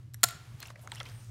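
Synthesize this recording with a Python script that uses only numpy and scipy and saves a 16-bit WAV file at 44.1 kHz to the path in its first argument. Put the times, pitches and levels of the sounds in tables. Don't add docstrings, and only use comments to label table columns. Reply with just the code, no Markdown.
import sys
import numpy as np
from scipy import signal
from scipy.fft import rfft, irfft
from scipy.io import wavfile
from scipy.ndimage import uniform_filter1d

SR = 44100
rng = np.random.default_rng(int(sys.argv[2]) if len(sys.argv) > 2 else 0)


def to_linear_factor(level_db):
    exponent = np.asarray(level_db, float) / 20
    return 10 ** exponent


def unload_wav(signal):
    wavfile.write(
        sys.argv[1],
        SR,
        np.round(np.clip(np.atleast_2d(signal).T, -1, 1) * 32767).astype(np.int16),
    )


N = 57330


def evened(x):
    return x / np.sqrt(np.mean(x ** 2) + 1e-20)


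def read(points, hz):
    point_hz, value = np.transpose(points)
    return np.interp(np.log(hz + 1), np.log(point_hz + 1), value)


def level_curve(points):
    time_s, level_db = np.transpose(points)
    return np.interp(np.arange(N) / SR, time_s, level_db)


def add(mix, start_s, sound):
    part = mix[round(start_s * SR):][:len(sound)]
    part += sound[:len(part)]


def resonate(x, hz, width_hz):
    pole = np.exp(-np.pi * width_hz / SR + 2j * np.pi * hz / SR)
    return 2 * signal.lfilter([1 - abs(pole)], [1, -pole], x + 0j).real


def highpass(order, hz):
    return signal.butter(order, hz, "high", fs=SR, output="sos")


def colour(x, points):
    gain = to_linear_factor(read(points, np.fft.rfftfreq(N, 1 / SR)))
    return evened(irfft(rfft(x) * gain, N))


def grains(rate_per_s, spread_db):
    clicks = (rng.random(N) < rate_per_s / SR) * rng.standard_normal(N)
    return clicks * to_linear_factor(spread_db * np.minimum(rng.exponential(1, N), 4))


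def rattle(length_s, noise):
    first_touch = 3.27
    chatter = noise * np.exp(-np.arange(len(noise)) / SR / length_s)
    return np.append(first_touch, chatter) / np.sqrt(np.sum(chatter ** 2) / (length_s * SR / 2))


def ring(modes, stretch):
    t = np.arange(2000) / SR
    x = np.zeros(len(t))
    for k, ((hz, db, t60_s), ratio) in enumerate(zip(modes, stretch)):
        x += (-1) ** k * to_linear_factor(db - 60 * t / t60_s) * np.sin(2 * np.pi * hz * ratio * t)
    return x / np.linalg.norm(x)


def room_tone():
    # (frequency [Hz], width [Hz], level [dB])
    hum_modes = [(115.96, 12.1, -44), (86.2, 9.5, -62), (137.6, 2.5, -66.5), (103.2, 4.6, -68),
                 (50, 8.2, -66)]
    # (time [s], level [dB])
    swell = [(0.0, -55.5), (0.144, -45), (0.238, -57), (0.274, -40), (0.328, -70), (0.353, -44.5),
             (0.47, -53), (0.553, -39.5), (0.586, -72), (0.666, -51.5), (0.699, -55.5), (0.8, -47),
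             (0.918, -52.5), (0.944, -43), (1.088, -47.5), (1.168, -40.5), (1.208, -52.5), (1.3, -40)]
    # (frequency [Hz], density [dB per Hz])
    floor_spectrum = [(12, -66), (20, -27.5), (32, -20.5), (121, 2), (156, -15.5), (297, -21.5), (382, -29),
                      (1240, -51), (16500, -75.5)]
    floor_db = -53.5
    hum = np.zeros(N + 2 * SR)
    for hz, width_hz, db in hum_modes:
        noise = rng.standard_normal(len(hum))
        hum += to_linear_factor(db) * evened(resonate(resonate(noise, hz, width_hz), hz, 2 * width_hz))
    envelope = uniform_filter1d(abs(signal.hilbert(hum)), 900)
    hum = hum / (envelope + 0.42 * hum.std())
    floor = colour(rng.standard_normal(N), floor_spectrum)
    return to_linear_factor(level_curve(swell) + 4) * hum[SR:SR + N] + to_linear_factor(floor_db) * floor


def room():
    # (frequency [Hz], t60 [s])
    decay = [(300, 0.54), (800, 0.56), (2000, 0.57), (5000, 0.43), (10000, .25), (15000, 0.18)]
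    gap_s = 0.013
    hz, t, z = signal.stft(rng.standard_normal(SR // 2), SR, nperseg=128)
    z = z * to_linear_factor(-60 * t / read(decay, hz)[:, None])
    tail = signal.istft(z, SR, nperseg=128)[1]
    tail = tail * np.minimum(np.arange(len(tail)) / (gap_s * SR), 1)
    return tail / np.linalg.norm(tail)


def rustle():
    # (time [s], level [dB])
    handling = [(0, -69.5), (.13, -76), (.22, -70), (.3, -56), (.45, -61.5), (.57, -63), (0.629, -56.5),
                (0.702, -59), (0.748, -70.5), (.8, -63), (0.889, -66.5), (.94, -54.5), (1.04, -60.5),
                (1.09, -56.5), (1.3, -67)]
    # (frequency [Hz], density [dB per Hz])
    fibre_spectrum = [(300, -4.5), (650, -3), (1500, -2.5), (3000, -6.5), (8000, -13), (10300, -15.5),
                      (12000, -17), (16000, -23)]
    hiss = 0.7
    fibres = grains(5000, 2.0) + hiss * rng.standard_normal(N)
    return to_linear_factor(level_curve(handling) + 0.5) * colour(fibres, fibre_spectrum)


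def rubs():
    stroke_starts = [.606, .612, .64, .81, .83, .82, .925, .955, .965, 1.0, 1.055, 1.06, 1.1, 1.18, 1.17,
                     1.285, .7]
    # (length [s], level [dB], frequency [Hz], width [Hz])
    leather = [(0.031, -54, 4140, 260), (0.0317, -51, 2100, 2800), (0.049, -61, 860, 1100),
               (0.03, -62, 10700, 4800), (0.034, -65, 7800, 5700), (0.083, -58.5, 640, 680),
               (0.02, -54, 1400, 2900), (0.075, -65.5, 5650, 460), (0.025, -50.5, 2940, 400),
               (0.12, -58, 150, 2300), (0.038, -59.5, 3000, 760), (0.23, -69.5, 9060, 890),
               (0.17, -92, 12400, 3300), (0.13, -65, 6400, 3200), (0.11, -84, 17000, 1200),
               (0.14, -54, 160, 560), (0.12, -64, 605, 170)]
    out = np.zeros(N)
    slips = grains(4600, 4.5) + 0.79 * rng.standard_normal(N)
    for start_s, (length_s, db, hz, width_hz) in zip(stroke_starts, leather):
        part = slips[round(start_s * SR):][:round(length_s * SR)]
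        stroke = np.sin(np.pi * np.arange(len(part)) / (length_s * SR)) ** 0.57
        squeak = evened(resonate(resonate(part, hz, width_hz), hz, width_hz))
        add(out, start_s, to_linear_factor(db) * stroke * squeak)
    return out


def raised_plate_echo(soft):
    delay_samples, from_s, rise_s, full_share = 13, 1.07, 0.07, 0.85
    share = full_share * np.clip((np.arange(N) / SR - from_s) / rise_s, 0, 1)
    treble = signal.sosfiltfilt(highpass(3, 7800), soft)
    return -share * np.roll(treble, delay_samples)


def rings():
    # (time [s], peak [dB], frequency [Hz], width [Hz], rattle length [s])
    ringing_parts = [(0.1435, -38, 11570, 402, 0.00081), (0.143, -44.5, 7330, 300, 0.00063),
                     (.1435, -45.5, 5810, 250, 0.0018), (0.1428, -42, 8900, 350, 0.0007),
                     (.233, -23.5, 1417, 90, 0.0035), (0.239, -26.5, 712, 90, .002),
                     (.2395, -31.5, 863, 110, 0.0022), (0.243, -35, 1046, 97.6, .002),
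                     (0.235, -34, 188, 80.1, 0.00096), (0.2383, -17.5, 12400, 250, 0.0022),
                     (0.6033, -47, 9040, 700, 0.0011), (.604, -49, 6200, 603, 0.0011),
                     (.605, -47, 3100, 500, .001), (.6283, -37, 6430, 650, 0.00084),
                     (0.6286, -48, 8000, 406, 0.00062), (.629, -44, 1120, 247.5, 0.0025),
                     (0.66, -42, 5600, 603, .001), (0.669, -48, 7430, 900, .002),
                     (0.67, -50, 2900, 600, 0.0038), (0.685, -54, 5500, 500, .001),
                     (.7035, -47, 614, 198, .003), (.703, -51, 3840, 400, .002),
                     (.705, -47, 1900, 600, .004), (0.8745, -42, 6540, 450, .0007),
                     (.8742, -46.5, 3360, 400, 0.0007), (.8742, -48.5, 4130, 400, .0006),
                     (.8745, -44, 2200, 250, .0008), (.918, -39.5, 8180, 300, 0.00062),
                     (0.9494, -41.5, 5500, 500, .0008), (0.95, -43, 9700, 900, .0007),
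                     (0.958, -41, 9100, 800, 0.00077), (0.96, -51, 4300, 600, .001),
                     (1.0022, -39.5, 5400, 400, 0.0012), (1.0039, -38, 2000, 110, 0.0036),
                     (1.006, -41, 813, 121, .002), (1.0065, -37, 1120, 182, 0.0011),
                     (1.008, -40, 3280, 500, 0.0027), (0.998, -46, 1500, 600, 0.00086),
                     (1, -42, 3600, 700, .001), (1.034, -48, 1810, 900, 0.0011)]
    out = np.zeros(N)
    for start_s, db, hz, width_hz, length_s in ringing_parts:
        hit = rattle(length_s, rng.standard_normal(1500))
        tone = resonate(resonate(hit, hz, width_hz), hz, 4 * width_hz)
        add(out, start_s, to_linear_factor(db) * tone / abs(tone).max())
    return out


def ticks():
    # (time [s], knock [dB], knock [Hz], crack [dB], rattle length [s])
    handling_ticks = [(.1438, -44.5, 1730, -92, 0.0033), (.6015, -51, 8600, -46, 0.00041),
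                      (.6035, -34, 13700, -40.5, 0.0006), (.6283, -36.5, 4230, -39, 0.00074),
                      (.631, -36, 1984, -44, 0.0015), (.6465, -62, 9520, -65, 0.0036),
                      (.655, -39, 2720, -61, 0.0034), (.673, -43.5, 11500, -48, 0.002),
                      (.683, -46, 2850, -81, 0.0023), (.7025, -45, 965, -44.5, 0.003),
                      (.7575, -45, 1950, -88, 0.0041), (.794, -73, 4370, -55.5, 0.0012),
                      (.8743, -35, 1340, -46, 0.00071), (.899, -60, 1510, -52, 0.0017),
                      (.9182, -33.5, 3430, -47, 0.0016), (.9186, -33, 1900, -66, 0.00034),
                      (.922, -39.5, 950, -70, 0.0029), (.9485, -57, 5500, -50, 0.00037),
                      (.9565, -43, 1840, -39.5, 0.0013),
                      (.983, -46, 5500, -70, 0.00087), (0.996, -48, 9000, -52, 0.00033),
                   (1.0019, -31.5, 3230, -70, 0.0012), (1.007, -43, 1290, -79, 0.0014),
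                   (1.0102, -40, 2240, -52, 0.0013), (1.0119, -36.5, 1340, -77, 0.0019),
                   (1.01, -43.5, 547, -78, 0.0035), (1.031, -51, 6000, -41.5, 0.00073),
                   (1.055, -42, 3900, -73, 0.00044), (1.058, -41.5, 2500, -82, 0.0077),
                   (1.067, -45, 5330, -66, 0.0015), (1.089, -68, 2970, -41.5, 0.00062),
                   (1.097, -47.5, 5500, -72, 0.003), (1.116, -49, 1600, -66, 0.0021)]
    knock_q, overtone_ratio, overtone_db = 3.57, 2.04, -11.5
    crack_band = signal.butter(2, [2200, 9000], "band", fs=SR, output="sos")
    out = np.zeros(N)
    for start_s, knock_db, hz, crack_db, length_s in handling_ticks:
        hit = rattle(length_s, rng.standard_normal(1500))
        width_hz = hz / knock_q
        knock = resonate(resonate(hit, hz, width_hz), hz, 2 * width_hz)
        upper = resonate(hit, min(hz * overtone_ratio, SR / 2.8), 2 * width_hz)
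        knock = knock / abs(knock).max() + to_linear_factor(overtone_db) * upper / abs(upper).max()
        crack = signal.sosfilt(crack_band, hit)
        crack = crack / abs(crack).max()
        add(out, start_s, to_linear_factor(knock_db + 1.5) * knock + to_linear_factor(crack_db + 2) * crack)
    return out


def shutter():
    # (time [s], peak [dB], rattle length [s], shell share [dB])
    light_strikes = [
        (0.1371, -44, 0.0014, -19.5),
        (0.1431, -39, 0.0019, -29),
        (0.146, -49, 0.0025, -22),
        (0.2087, -56.5, 0.0014, -13.5),
        (0.2148, -57.5, 0.00065, -22),
        (0.219, -59.5, 0.00091, -13),
        (0.2261, -58.5, 0.00071, -13),
        (0.25, -45, 0.0015, -20),
        (0.2863, -29, 0.0032, -2.5),
        (0.308, -32.5, 0.0015, -2),
    ]
    # (time [s], peak [dB], rattle length [s], shell share [dB])
    release = [
        (.2312, -29, .001, -8),
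        (.233, -2, .0003, -12),
        (.2337, -11, .001, -6),
        (.2384, -8, .0002, -20),
        (.2388, -1.5, .0002, -16),
        (.2395, -11, .0007, -3),
        (.2412, -9.5, .001, -9),
        (.2428, -14, .001, -6),
        (.2442, -17, .0008, -6),
        (.2468, -27, .002, -3),
    ]
    # (frequency [Hz], level [dB], t60 [s])
    plate_modes = [(3220, -11.5, 0.0019), (4300, 0.5, 0.0025), (5500, -11.5, 0.017), (6310, -7, 0.0037),
                   (7055, 1, 0.0036), (8600, 6.5, 0.0015), (8970, -5.5, 0.0071), (11100, 1.5, 0.0015),
                   (13130, -9, 0.0065), (13700, 0.5, 0.00089), (16300, -27.5, 0.0026)]
    # (frequency [Hz], level [dB], t60 [s])
    shell_modes = [(697, -6.5, 0.02), (823, -1, 0.0093), (1045, -3, 0.024), (1368.5, 1, 0.034),
                   (1900, 10, 0.005), (2500, -20, .01), (207, -15, 0.022), (390, -12, .02),
                   (484, -6, 0.0055)]
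    shell_db = -6.5
    out = np.zeros(N)
    for start_s, db, length_s, share_db in light_strikes + release:
        hit = rattle(length_s, rng.standard_normal(1200))
        plate_stretch = 1 + 0.034 * rng.standard_normal(len(plate_modes))
        shell_stretch = 1 + 0.013 * rng.standard_normal(len(shell_modes))
        plates = np.convolve(hit, ring(plate_modes, plate_stretch))
        shell = np.convolve(hit, ring(shell_modes, shell_stretch))
        strike = plates / abs(plates).max() + to_linear_factor(share_db + shell_db) * shell / abs(shell).max()
        add(out, start_s, to_linear_factor(db) * strike)
    return out


def scene():
    room_db = -20
    tone, tail = room_tone(), room()
    stroke = rubs()
    soft = rustle() + stroke
    soft = soft + raised_plate_echo(soft)
    near = signal.sosfilt(highpass(2, 170), shutter() + ticks() + rings())
    reverb = signal.fftconvolve(near + stroke, tail)[:N]
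    return (near + soft + to_linear_factor(room_db) * reverb + tone)[None]


def band_limit(x):
    return signal.sosfilt(signal.butter(12, 17040, fs=SR, output="sos"), x)


def record(dry):
    edge_hz, shelf_db = 15850, -20
    low = signal.oaconvolve(dry, signal.firwin(255, edge_hz, fs=SR)[None], "same")
    mix = np.clip(low + to_linear_factor(shelf_db) * (dry - low), -1, 1)
    return band_limit(mix)


dry = scene()
out = record(dry)
unload_wav(out)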